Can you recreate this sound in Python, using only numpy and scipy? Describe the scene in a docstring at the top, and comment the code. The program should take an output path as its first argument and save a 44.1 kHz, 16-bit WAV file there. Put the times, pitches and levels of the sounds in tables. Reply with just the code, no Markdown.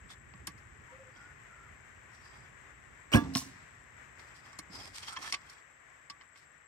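"""An open archery range at dusk, heard from just behind an archer who shoots one arrow.
The bed is rumbling wind, a far road, trilling crickets and a few faint hoots. Up close, shafts knock,
slide and jostle in the quiver. The string whistles through the air and stops with a jolt that rings
through the bow; a fifth of a second later the arrow slaps into the target and rattles its face."""
import sys
import numpy as np
from scipy import signal
from scipy.fft import rfft, irfft, next_fast_len
from scipy.io import wavfile

SR = 44100
rng = np.random.default_rng(int(sys.argv[2]) if len(sys.argv) > 2 else 0)


def store_wav(level_fs):
    """Save 16-bit WAV to argv[1]."""
    pcm = np.round(np.clip(np.atleast_2d(level_fs), -1, 1) * 32767)
    wavfile.write(sys.argv[1], SR, pcm.T.astype(np.int16))


N = 294144

# fader rides of the bed: (time [s], wind level [dB], road level [dB])
BED_LEVELS = [(0, -58.5, -58.5), (.5, -55.5, -59), (.85, -59, -58), (2.9, -61.5, -58), (4.5, -63.5, -56.5),
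              (4.8, -57.5, -58), (5.0, -62, -58), (5.45, -62.5, -58), (5.56, -72.5, -60), (6.67, -75, -62)]
# stereo width of the bed: (frequency [Hz], left-right likeness [0-1])
BED_LIKENESS = [(60, 0.96), (200, 0.57), (400, 0.017), (15000, 0.13)]
# balance of the bed and of the foreground: (frequency [Hz], left minus right [dB])
BED_PAN = [(60, -1.5), (110, -2), (200, -5.5), (380, -4), (700, -0.5), (1290, 7.5), (2380, 9), (4400, 2),
           (8120, 11.5), (15000, -11)]
NEAR_PAN = [(80, 3.5), (200, -3), (400, -10.5), (1300, -3), (2400, -5.5), (4400, 2.5), (8000, -2)]
# phase on top of the left-right lag, at aside = 1: (frequency [Hz], left lead [rad])
LEFT_LEAD = [(40, -0.5), (125, 0.7), (250, 0.46), (500, 1.8), (1000, -0.6), (2000, 1.42), (3250, -1),
             (3800, 1.6), (6500, 3.4), (8000, 6.5), (12000, 8.5)]
# the microphone's treble lift: (frequency [Hz], gain [dB])
MIC_EQ = [(3000, -1.24), (8000, 6), (12000, 5.5), (15000, -5.5)]

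# tone of each noise layer: (frequency [Hz], relative level [dB])
WIND_EQ = [(15, -30), (25, -24), (49, 3), (123, 0), (172, -8.5), (343, -15), (404, -11.5), (500, -24.5),
           (650, -30.5), (1100, -120)]
ROAD_EQ = [(88, -32), (150, 5.5), (165, -16), (234, -6.5), (556, -2.5), (883, -2), (991, -0.5), (1050, 2.5),
           (1270, 0.5), (1910, 6), (4460, -24.5), (7080, -21), (7640, -17), (8750, -34.5), (10800, -43.5),
           (12200, -29), (13500, -50)]
SCRAPE_EQ = [(2200, 0), (3200, -0.5), (4000, -0.5), (5000, -1), (6200, -7), (8500, -10), (10500, -18.5),
             (15000, -21)]  # shaft on shaft
HOLLOW_EQ = [(700, -6.5), (900, -2.5), (1100, -1), (1320, 3), (1500, 1.5), (1780, -8), (2100, 0),
             (2600, -6), (3000, -28), (3300, -30), (3700, -14)]  # scraping inside the quiver
CLOTH_EQ = [(150, -10), (280, -4), (500, -12), (850, -5)]
CRACK_EQ = [(150, -45), (500, -11.5), (1200, 13.5), (3000, 22), (5500, 19.5), (7000, 4.5), (9000, 1.5),
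            (12000, -12), (15500, -28.5)]  # any hard contact
RATTLE_EQ = [(900, -21), (2450, 0), (5000, -4), (7400, -3.5), (10000, -11), (13000, -17), (15500, -4)]  # the target face
DISTANT_EQ = [(600, 1.5), (1500, 10), (3000, 3.5), (5500, -1), (9000, -15), (12000, -25.5)]  # dulled by distance
RUSH_EQ = [(300, 1.5), (650, 0.5), (1000, -3.5), (1400, -2.5), (2500, -5), (4000, -19), (6000, -26.5),
           (9000, -24), (13000, -32), (16000, -14)]  # the string cutting the air
WAKE_EQ = [(600, 3), (1500, 12.5), (3000, 3), (5500, -5.5), (9000, -19.5), (13000, -20), (16000, -1.5)]  # the air it leaves stirred
SHIVER_EQ = [(45, -14.5), (75, 6), (110, -3), (190, -0.5), (320, -9), (480, -18), (750, -19.5), (1050, -22),
             (1400, -33)]  # the bow limbs

# ringing modes of each body: (frequency [Hz], level [dB], t60 [s])
SHAFT_MODES = [(177, -14.5, 0.077), (308, -10, 0.059), (630, -8.5, 0.023), (1143, 7, 0.11),
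               (1730, 8.5, 0.012), (2180, -1.5, 0.067), (3120, -4, 0.02), (5500, 3, 0.027), (7850, 8, .015)]
QUIVER_MODES = [(575, -10.5, 0.02), (894, 0, 0.05), (1066, 5, 0.047), (1330, 4.5, 0.027), (1762, 3, 0.097),
                (2230, -18, 0.044), (2625, -4.5, 0.055), (3260, 5.5, 0.037), (5130, -11, 0.028),
                (5870, -3.5, 0.029), (8200, -18, 0.018)]
TARGET_MODES = [(112.8, -6.5, 0.089), (260, -7, 0.089), (689, -11.5, 0.062), (1066, -1.5, 0.059),
                (2870, -6.5, 0.03), (3660, 0, 0.021), (4300, -4.5, 0.016), (5800, 2.5, 0.017),
                (7300, -3, .018)]
BOW_MODES = [(104, 3.4, 0.078), (228, 2.5, 0.15), (79, -2.5, 0.13), (141.7, -8, .07), (465, -14.5, .1),
             (294, -10.5, 0.26), (370.5, -12.5, 0.22), (526.5, -14, 0.11), (645, -15.5, 0.08),
             (769, -13, .06), (1065, -4, 0.056), (1210, -15, 0.027), (1454, -17, .06), (2466, -2, 0.02),
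             (3440, -28.5, 0.024)]
# impacts: (time [s], crack level [dB], crack t60 [s], tilt [dB/octave], ring level [dB], contact [ms])
SHAFT_KNOCKS = [(.338, -41.5, 0.0078, -17, -51, 0.95), (.341, -70, 0.01, -8, -28.5, 5.3),
                (0.4705, -38, 0.023, 15.5, -57, 0.45), (0.4735, -38, 0.019, -2.5, -57, 0.2),
                (0.477, -46.5, 0.099, -12, -38.5, 0.88), (0.481, -59, 0.095, 12, -28, 4.3),
                (.578, -67.5, 0.099, 7, -73, 0.22), (.929, -76, .03, 4, -64.5, 0.27),
                (4.194, -52.5, 0.049, -7, -68, 0.22), (4.35, -62, 0.046, -8, -70, 0.25),
                (4.530, -51.5, 0.012, 2, -59, 0.11), (4.586, -52.5, 0.044, 11, -62, 0.081),
                (4.5895, -34.5, 0.01, 7, -33, 1.24), (4.594, -52, 0.044, 6, -46, 0.24),
                (4.698, -54, .03, -24, -28, 4.3), (5.324, -27.5, 0.03, 1.5, -51, 0.055),
                (5.333, -37.5, 0.11, -13.5, -46, 0.1), (5.341, -34, 0.056, -4.5, -60, 0.37),
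                (5.3435, -25.5, 0.018, -3.5, -52, 0.4), (5.497, -52, 0.042, 8, -69.5, 0.22),
                (6.099, -39.5, 0.045, -3, -55, 0.18), (6.103, -59, 0.04, -4, -46.5, 0.75),
                (6.211, -48, 0.013, -11, -69, 0.26), (6.219, -57, 0.034, -10, -71, 0.22),
                (6.358, -55.5, 0.038, -12, -61, 0.17)]  # shafts on the bow and on each other
QUIVER_JOSTLES = [(4.946, -48, 0.059, 0, -72, .1), (5.028, -37, 0.05, -4, -68, .1),
                  (5.072, -39.5, 0.082, 1, -51, .1), (5.09, -56, .03, 2, -64, .4),
                  (5.113, -56, .03, 0, -55, 0.33), (5.129, -40, 0.026, 6, -61, .1),
                  (5.155, -44, .03, 1, -49, .2), (5.161, -29.5, 0.035, -6.5, -40, .1),
                  (5.203, -47, .03, 8, -59, .1), (5.218, -51, 0.036, 7, -53, .1),
                  (5.236, -37, 0.051, -16, -46.5, .2), (5.266, -41, 0.066, -10.5, -45.5, .2)]
TARGET_HITS = [(3.337, -49, 0.12, 10, -68, .2), (3.3512, -24, 0.015, -0.5, -32.5, 0.12),
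               (3.356, -34.5, 0.056, -11, -17.5, 1.2), (3.370, -32, 0.028, 15, -37, .05),
               (3.379, -41, 0.13, 17, -36, .1), (3.416, -56, 0.037, 3, -44, .3)]  # the arrow lands, then whips
STRING_JOLTS = [(3.138, -32, .025, -10.5, -25, .4), (3.1405, -42.5, 0.031, 15.5, -29.5, 2.0),
                (3.145, -48, 0.018, -5, -15, 1.21), (3.151, -45, 0.019, 1, -31, .2),
                (3.1575, -25.5, 0.006, 20.5, -33, .1), (3.1655, -29, 0.0055, 1, -29, .1),
                (3.172, -33.5, 0.0067, 12, -38, .1), (3.24, -48.5, .03, -7.5, -77, .1)]  # the string stops and rebounds

# faint far hoots: (time [s], length [s], pitch [Hz], width [Hz], level [dB])
HOOT_CALLS = [(0.884, 0.046, 958, 15, -64), (0.916, 0.06, 520.5, 14, -56), (0.989, 0.048, 529, 18, -58),
              (1.041, 0.065, 517, 13, -61), (1.15, 0.18, 1468, 69, -58.5), (1.482, 0.23, 1394, 150, -59.5)]
# shafts, feathers and sleeve sliding:
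# (time [s], length [s], scrape [dB], hollow [dB], rasp [dB], cloth [dB], rasp pitch [Hz])
SLIDE_STROKES = [(0.085, 0.059, -56.5, -57, -55, -87, 3500), (1.11, 0.17, -73, -61, -75, -66.5, 4970),
                 (2.098, 0.16, -68.5, -65.5, -72, -85, 5500), (2.218, 0.095, -69, -64, -65.5, -91, 4900),
                 (2.278, 0.2, -70, -59.5, -75, -69, 4900), (4.171, 0.085, -65, -67, -79, -64.5, 5030),
                 (4.242, 0.1, -71.5, -66, -79, -80, 5000), (4.34, 0.068, -61, -69, -70, -71, 4970),
                 (4.4, 0.18, -66.5, -59.5, -70, -64, 4970), (4.701, 0.18, -52.5, -52.5, -50.5, -51.5, 5020),
                 (4.83, 0.15, -63, -67, -73, -68, 5040), (4.933, 0.061, -49.5, -64, -63, -85, 5000),
                 (4.956, 0.074, -52.5, -57.5, -68, -87, 8570), (5.007, 0.073, -56, -57, -54, -67, 3170),
                 (5.044, 0.081, -55, -58, -55, -74, 5400), (5.068, 0.044, -62, -62, -50, -71, 3270),
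                 (5.08, 0.056, -58, -59, -49.5, -74, 1290), (5.107, 0.064, -59, -54, -48, -71, 1337),
                 (5.122, 0.022, -65, -58, -56, -80, 8540), (5.174, 0.051, -55.5, -51, -65, -53, 1100),
                 (5.199, 0.091, -51, -52.5, -57, -60, 5500), (5.238, 0.063, -56, -54, -64, -64, 3730),
                 (5.259, 0.042, -53.5, -56, -60, -66, 4800), (5.293, 0.036, -50, -64, -60, -67, 5850),
                 (5.333, 0.14, -69, -66, -76, -80, 5000), (5.445, 0.16, -64.5, -62, -84, -83, 5030),
                 (6.339, 0.11, -65.5, -89, -90, -84, 5000)]
# puffs of string whistle: (centre time [s], length [s], pitch [Hz], level [dB])
WHISTLE_PUFFS = [(3.131, 0.0069, 2500, -22.5), (3.137, 0.0065, 3010, -14.5), (3.145, 0.004, 3230, -19),
                 (3.149, 0.0084, 2440, -22)]
# string overtones: (time [s], settled pitch [Hz], level [dB], t60 [s], starts flat by [fraction])
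STRING_OVERTONES = [(3.149, 1640, -13, 0.083, 0.051), (3.159, 1665, -18, 0.11, 0.011),
                    (3.165, 3480, -42.5, .2, 0.0089), (3.163, 1165, -29.5, 0.25, .01),
                    (3.168, 904, -37.5, .3, .01), (3.156, 705, -26.5, 0.12, 0.03),
                    (3.158, 510, -32, 0.15, 0.02), (3.167, 292, -27, 0.17, 0.11)]
# swells of string hum: (time [s], length [s], level [dB])
HUM_SWELLS = [(3.165, 0.085, -37.5), (3.242, 0.12, -40.5), (3.4, 0.05, -54.5), (3.446, 0.065, -52)]


def from_db(db):
    """Decibels to gain."""
    return 10 ** (np.asarray(db) / 20)


def rms_one(x):
    """Normalise to rms 1."""
    return x / np.sqrt(np.mean(x ** 2) + 1e-20)


def at_hz(curve, hz):
    """Read a curve on a log-frequency axis."""
    points_hz, values = np.transpose(curve)
    return np.interp(np.log(hz + 1), np.log(points_hz), values)


def drift(rate_hz):
    """Smooth random modulation, rms about 1."""
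    step, run_in = 40, 2000
    pole = np.exp(-2 * np.pi * rate_hz * step / SR)
    noise = rng.standard_normal(N // step + run_in + 2)
    slow = signal.lfilter([1], [1, -2 * pole, pole * pole], noise)[run_in:]
    return np.interp(np.arange(N) / step, np.arange(len(slow)), rms_one(slow))


def swell(start, length, sharp):
    """A smooth fade in and out."""
    return np.sin(np.pi * np.clip((np.arange(N) / SR - start) / length, 0, 1)) ** sharp


def envelope(start, top_db, fall_db_per_s, rise_s=0, start_db=0, hold_s=0):
    """Attack, hold and decay, each a straight line in dB."""
    t = np.arange(N) / SR - start
    attack_db = np.interp(t, [0, rise_s], [start_db, top_db])
    return from_db(attack_db - fall_db_per_s * np.maximum(t - rise_s - hold_s, 0)) * (t >= 0)


def coloured(x, eq):
    """EQ a noise, with steep skirts at both ends; rms 1."""
    size = next_fast_len(N)
    hz = np.fft.rfftfreq(size, 1 / SR)
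    skirted = [(eq[0][0] / 2, eq[0][1] - 40), *eq, (eq[-1][0] * 2, eq[-1][1] - 60)]
    return rms_one(irfft(rfft(x, size) * from_db(at_hz(skirted, hz)), size)[..., :N])


def narrow(x, hz, width_hz):
    """Two passes through a resonant band-pass; rms 1."""
    radius = np.exp(-np.pi * width_hz / SR)
    for _ in range(2):
        x = signal.lfilter([1, 0, -1], [1, -2 * radius * np.cos(2 * np.pi * hz / SR), radius ** 2], x)
    return rms_one(x)


def grit(per_s, spread_db=0):
    """A texture of dense, uneven clicks."""
    sizes = from_db(spread_db * np.minimum(rng.exponential(1, N), 5)) * rng.standard_normal(N)
    return sizes * (rng.random(N) < per_s / SR)


def wide_grit(per_s, spread_db=0):
    """Centred grit plus louder grit of each channel's own."""
    centre, left, right = (grit(per_s, spread_db) for _ in range(3))
    return centre + from_db(4.5) * np.array([left, right])


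def wide_noise(eq, patchy_db):
    """Stereo noise with the bed's width and balance; its level wanders."""
    hz = np.fft.rfftfreq(N, 1 / SR)
    likeness, pan = at_hz(BED_LIKENESS, hz), from_db(at_hz(BED_PAN, hz) / 2)
    mid = np.sqrt(1 + likeness) * rfft(coloured(rng.standard_normal(N), eq))
    side = np.sqrt(1 - likeness) * rfft(coloured(rng.standard_normal(N), eq))
    pair = irfft([(mid + side) * pan, (mid - side) / pan], N)
    return from_db(patchy_db * drift(7)) * pair / np.std(pair.mean(axis=0))


def wind_and_road():
    """Low wind rumble and far traffic hum, each on its own fader."""
    times, *faders = np.transpose(BED_LEVELS)
    wind, road = (from_db(np.interp(np.arange(N) / SR, times, db)) for db in faders)
    return wind * wide_noise(WIND_EQ, patchy_db=1.5) + road * wide_noise(ROAD_EQ, patchy_db=1)


def crickets():
    """A thin trill on the left: fast pulses of noise through a high resonance."""
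    pulses_per_s = 120 * (1 + 0.0914 * drift(12.8))
    pulses = np.sin(np.pi * np.cumsum(pulses_per_s) / SR) ** 2
    trill = narrow(pulses * rng.standard_normal(N), hz=7666, width_hz=200)
    return trill * from_db(-84 + 1.08 * drift(8.4)) * from_db([[10.5], [-10.5]])


def hoots():
    """Wavering tones with a breathy edge; the wider, the rougher."""
    out = 0
    for start, length, hz, width_hz, db in HOOT_CALLS:
        tone = np.sqrt(2) * np.sin(2 * np.pi * np.cumsum(hz + width_hz / 2 * drift(29.7)) / SR)
        breath = from_db(-3.5) * narrow(rng.standard_normal(N), hz, width_hz)
        out += from_db(db) * swell(start, length, sharp=0.48) * (tone + breath)
    return out


def placed(x, scatter_db, aside):
    """Further aside, the left channel leads more; ground, body and gear scatter the treble."""
    size, lag_s, scatter_t60 = next_fast_len(N), 0.00014, 0.031
    hz, t = np.fft.rfftfreq(size, 1 / SR), np.arange(8192) / SR
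    lead = aside * (2 * np.pi * hz * lag_s + at_hz(LEFT_LEAD, hz))
    pan = from_db(at_hz(NEAR_PAN, hz) / 2) * np.exp(0.5j * lead)
    tail = rng.standard_normal((2, len(t))) * from_db(-60 * t / scatter_t60)
    tail /= np.linalg.norm(tail, axis=1, keepdims=True)
    scatter = from_db(scatter_db) * rfft(tail, size) * hz / (hz + 2500)
    return irfft(rfft(x, size) * [pan, 1 / pan] * (1 + scatter), size)[:, :N]


def cracks(blows, rise_s):
    """The transient of each contact: a tick at the peak of a fast-dying noise burst."""
    out, t = np.zeros(N), np.arange(4096) / SR
    hz = np.fft.rfftfreq(len(t), 1 / SR)
    for start, db, t60, tilt_db, _, _ in blows:
        colour = from_db(at_hz(CRACK_EQ, hz) + tilt_db * np.log2((hz + 100) / 3000))
        burst = rms_one(irfft(rfft(rng.standard_normal(len(t))) * colour))
        tick = irfft(1j * colour * np.exp(-2j * np.pi * hz * rise_s))
        tick *= from_db(6) / np.max(np.abs(tick))
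        gain = from_db(db - 60 * t / t60) * np.minimum(t / rise_s, 1)
        out[round(start * SR):][:len(t)] += gain * (burst + tick)
    return out


def knocked(blows, modes, uneven_db, rise_s=0.000443):
    """Each blow cracks, then rings the body's modes unevenly; longer contact gives a duller ring."""
    out, t = cracks(blows, rise_s), np.arange(SR // 4) / SR
    for start, *_, ring_db, contact_ms in blows:
        ring = 0
        for k, (hz, db, t60) in enumerate(modes):
            decay = from_db(db + uneven_db * rng.standard_normal() - 60 * t / t60)
            ring += (-1) ** k * decay * np.sin(2 * np.pi * hz * t)
        push = np.hanning(max(round(contact_ms * SR / 1000), 1) + 2)
        onset = round((start + rise_s) * SR)
        body = np.convolve(ring, push / push.sum())[:N - onset]
        out[onset:][:len(body)] += from_db(ring_db) * body
    return out


def rubbed(modes, per_s):
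    """Friction: each mode is rung by its own sparse grit; rms 1."""
    return rms_one(sum(from_db(db) * narrow(grit(per_s, spread_db=2), hz, 10 / t60)
                       for hz, db, t60 in modes))


def slides():
    """Sliding foley: bright scrape at the contact, hollow quiver, pitched rasp and a thud of cloth."""
    scrape = coloured(wide_grit(1800, spread_db=2.5), SCRAPE_EQ)
    hollow = coloured(wide_grit(3500, spread_db=1.4), HOLLOW_EQ)
    friction = wide_grit(5000, spread_db=1)
    cloth = coloured(grit(1500, spread_db=2.5), CLOTH_EQ)
    hollow += from_db(-3.5) * rubbed(QUIVER_MODES, per_s=150)
    out = np.zeros((2, N))
    for start, length, scrape_db, hollow_db, rasp_db, cloth_db, rasp_hz in SLIDE_STROKES:
        span = slice(round(start * SR), round((start + 1.2 * length) * SR))  # a fifth extra to release
        progress = np.linspace(0, 1.2, span.stop - span.start)
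        gain = from_db(np.interp(progress, [0, 0.32, 1, 1.2], [-20, 0, -10, -40]))
        rasp = narrow(friction[:, span], rasp_hz, width_hz=rasp_hz / 11.4)
        out[:, span] += gain * (from_db(scrape_db) * scrape[:, span] + from_db(rasp_db) * rasp
                                + from_db(hollow_db) * hollow[:, span] + from_db(cloth_db) * cloth[span])
    return out * from_db(1.3 * drift(21))


def handling():
    """Knocks ring a shaft; softer-edged jostles ring the quiver."""
    return (knocked(SHAFT_KNOCKS, SHAFT_MODES, uneven_db=1)
            + knocked(QUIVER_JOSTLES, QUIVER_MODES, uneven_db=3.5, rise_s=0.0099))


def target():
    """The arrow slaps home, the face rattles and the bushes give a fainter, duller answer."""
    shake = envelope(3.352, top_db=-42.5, fall_db_per_s=193, rise_s=0.019, start_db=-40)
    rattle = coloured(wide_grit(3000), RATTLE_EQ)
    rattle += from_db(-5.5) * rubbed(TARGET_MODES[4:], per_s=280)  # upper modes only
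    slap = knocked(TARGET_HITS, TARGET_MODES, uneven_db=3)
    bushes = coloured(rng.standard_normal((2, N)), DISTANT_EQ)
    return slap + shake * rattle + envelope(3.371, top_db=-54.5, fall_db_per_s=67) * bushes


def string_whoosh(loose_s, stop_s):
    """Air rushes as the string drives forward; its stirred wake lingers after the stop."""
    travel_s = stop_s - loose_s
    rush = envelope(loose_s, top_db=-25.5, fall_db_per_s=399, rise_s=travel_s, start_db=-41)
    wake = envelope(loose_s, top_db=-35, fall_db_per_s=300.5, rise_s=travel_s, start_db=-39,
                    hold_s=0.0163)
    return rush * coloured(grit(17000), RUSH_EQ) + wake * coloured(grit(11000, spread_db=-1), WAKE_EQ)


def string_whistle():
    """Vortices shed from the string; each puff glides up as the string speeds up."""
    out, glide_hz_per_s = 0, 60000
    for centre, length, hz, db in WHISTLE_PUFFS:
        t = np.arange(N) / SR - centre
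        phase = 2 * np.pi * (hz * t + glide_hz_per_s * t ** 2 / 2)
        tone = np.sin(phase) + from_db(-22.5) * np.sin(2 * phase)
        out += from_db(db) * swell(centre - length / 2, length, sharp=3.6) * tone
    return out


def string_hum():
    """The string's low, slightly wavering note comes in swells."""
    pitch_hz = 268.4 + 1.5 * drift(24)
    tone = np.sqrt(2) * np.sin(2 * np.pi * np.cumsum(pitch_hz) / SR)
    return tone * sum(from_db(db) * swell(start, length, sharp=1) for start, length, db in HUM_SWELLS)


def string_twang():
    """Each overtone swells in, climbs to pitch as the string tightens, flutters and dies."""
    out, t = np.zeros(N), np.arange(SR // 2) / SR
    tighten_s, attack_s = 0.011, 0.0093
    for start, hz, db, t60, flat in STRING_OVERTONES:
        phase = 2 * np.pi * hz * (t - flat * tighten_s * (1 - np.exp(-t / tighten_s)))
        flutter_db = drift(46)[:len(t)]
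        gain = from_db(db - 60 * t / t60 + flutter_db) * np.minimum(t / attack_s, 1)
        out[round(start * SR):][:len(t)] += gain * np.sin(phase)
    return out


def bow_shot():
    """The string whips forward and stops; the limbs ring and shiver; a dull echo fades over the range."""
    loose_s, stop_s = 3.118, 3.142
    far_noise = coloured(rng.standard_normal((2, N)), DISTANT_EQ)
    echo = far_noise * envelope(stop_s, top_db=-55, fall_db_per_s=34.5)
    string = string_whoosh(loose_s, stop_s) + string_whistle() + string_hum()
    rumble = coloured(rng.standard_normal(N), SHIVER_EQ)
    shiver = rumble * envelope(stop_s, top_db=-32.5, fall_db_per_s=74, rise_s=0.019, start_db=-67.5)
    return echo + string + shiver + string_twang() + knocked(STRING_JOLTS, BOW_MODES, uneven_db=2)


def scene():
    """The mix: the dusk bed, with shot, hit and foley placed in front."""
    bed = crickets() + wind_and_road() + hoots()
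    return (bed + placed(bow_shot(), scatter_db=-3, aside=0.88)
            + placed(target(), scatter_db=-5.5, aside=0.27)
            + placed(handling(), scatter_db=3.5, aside=0.65)
            + placed(slides(), scatter_db=-24, aside=0.89))


def record(dry):
    """The microphone lifts the treble, rolls off the deepest bass and cuts the very top."""
    lifted = irfft(rfft(dry) * from_db(at_hz(MIC_EQ, np.fft.rfftfreq(N, 1 / SR))), N)
    low_cut = signal.butter(4, 50, "high", fs=SR, output="sos")
    high_cut = signal.cheby2(16, 70, 16400, fs=SR, output="sos")
    return signal.sosfilt(high_cut, signal.sosfilt(low_cut, lifted))


dry = scene()
out = record(dry)
store_wav(out)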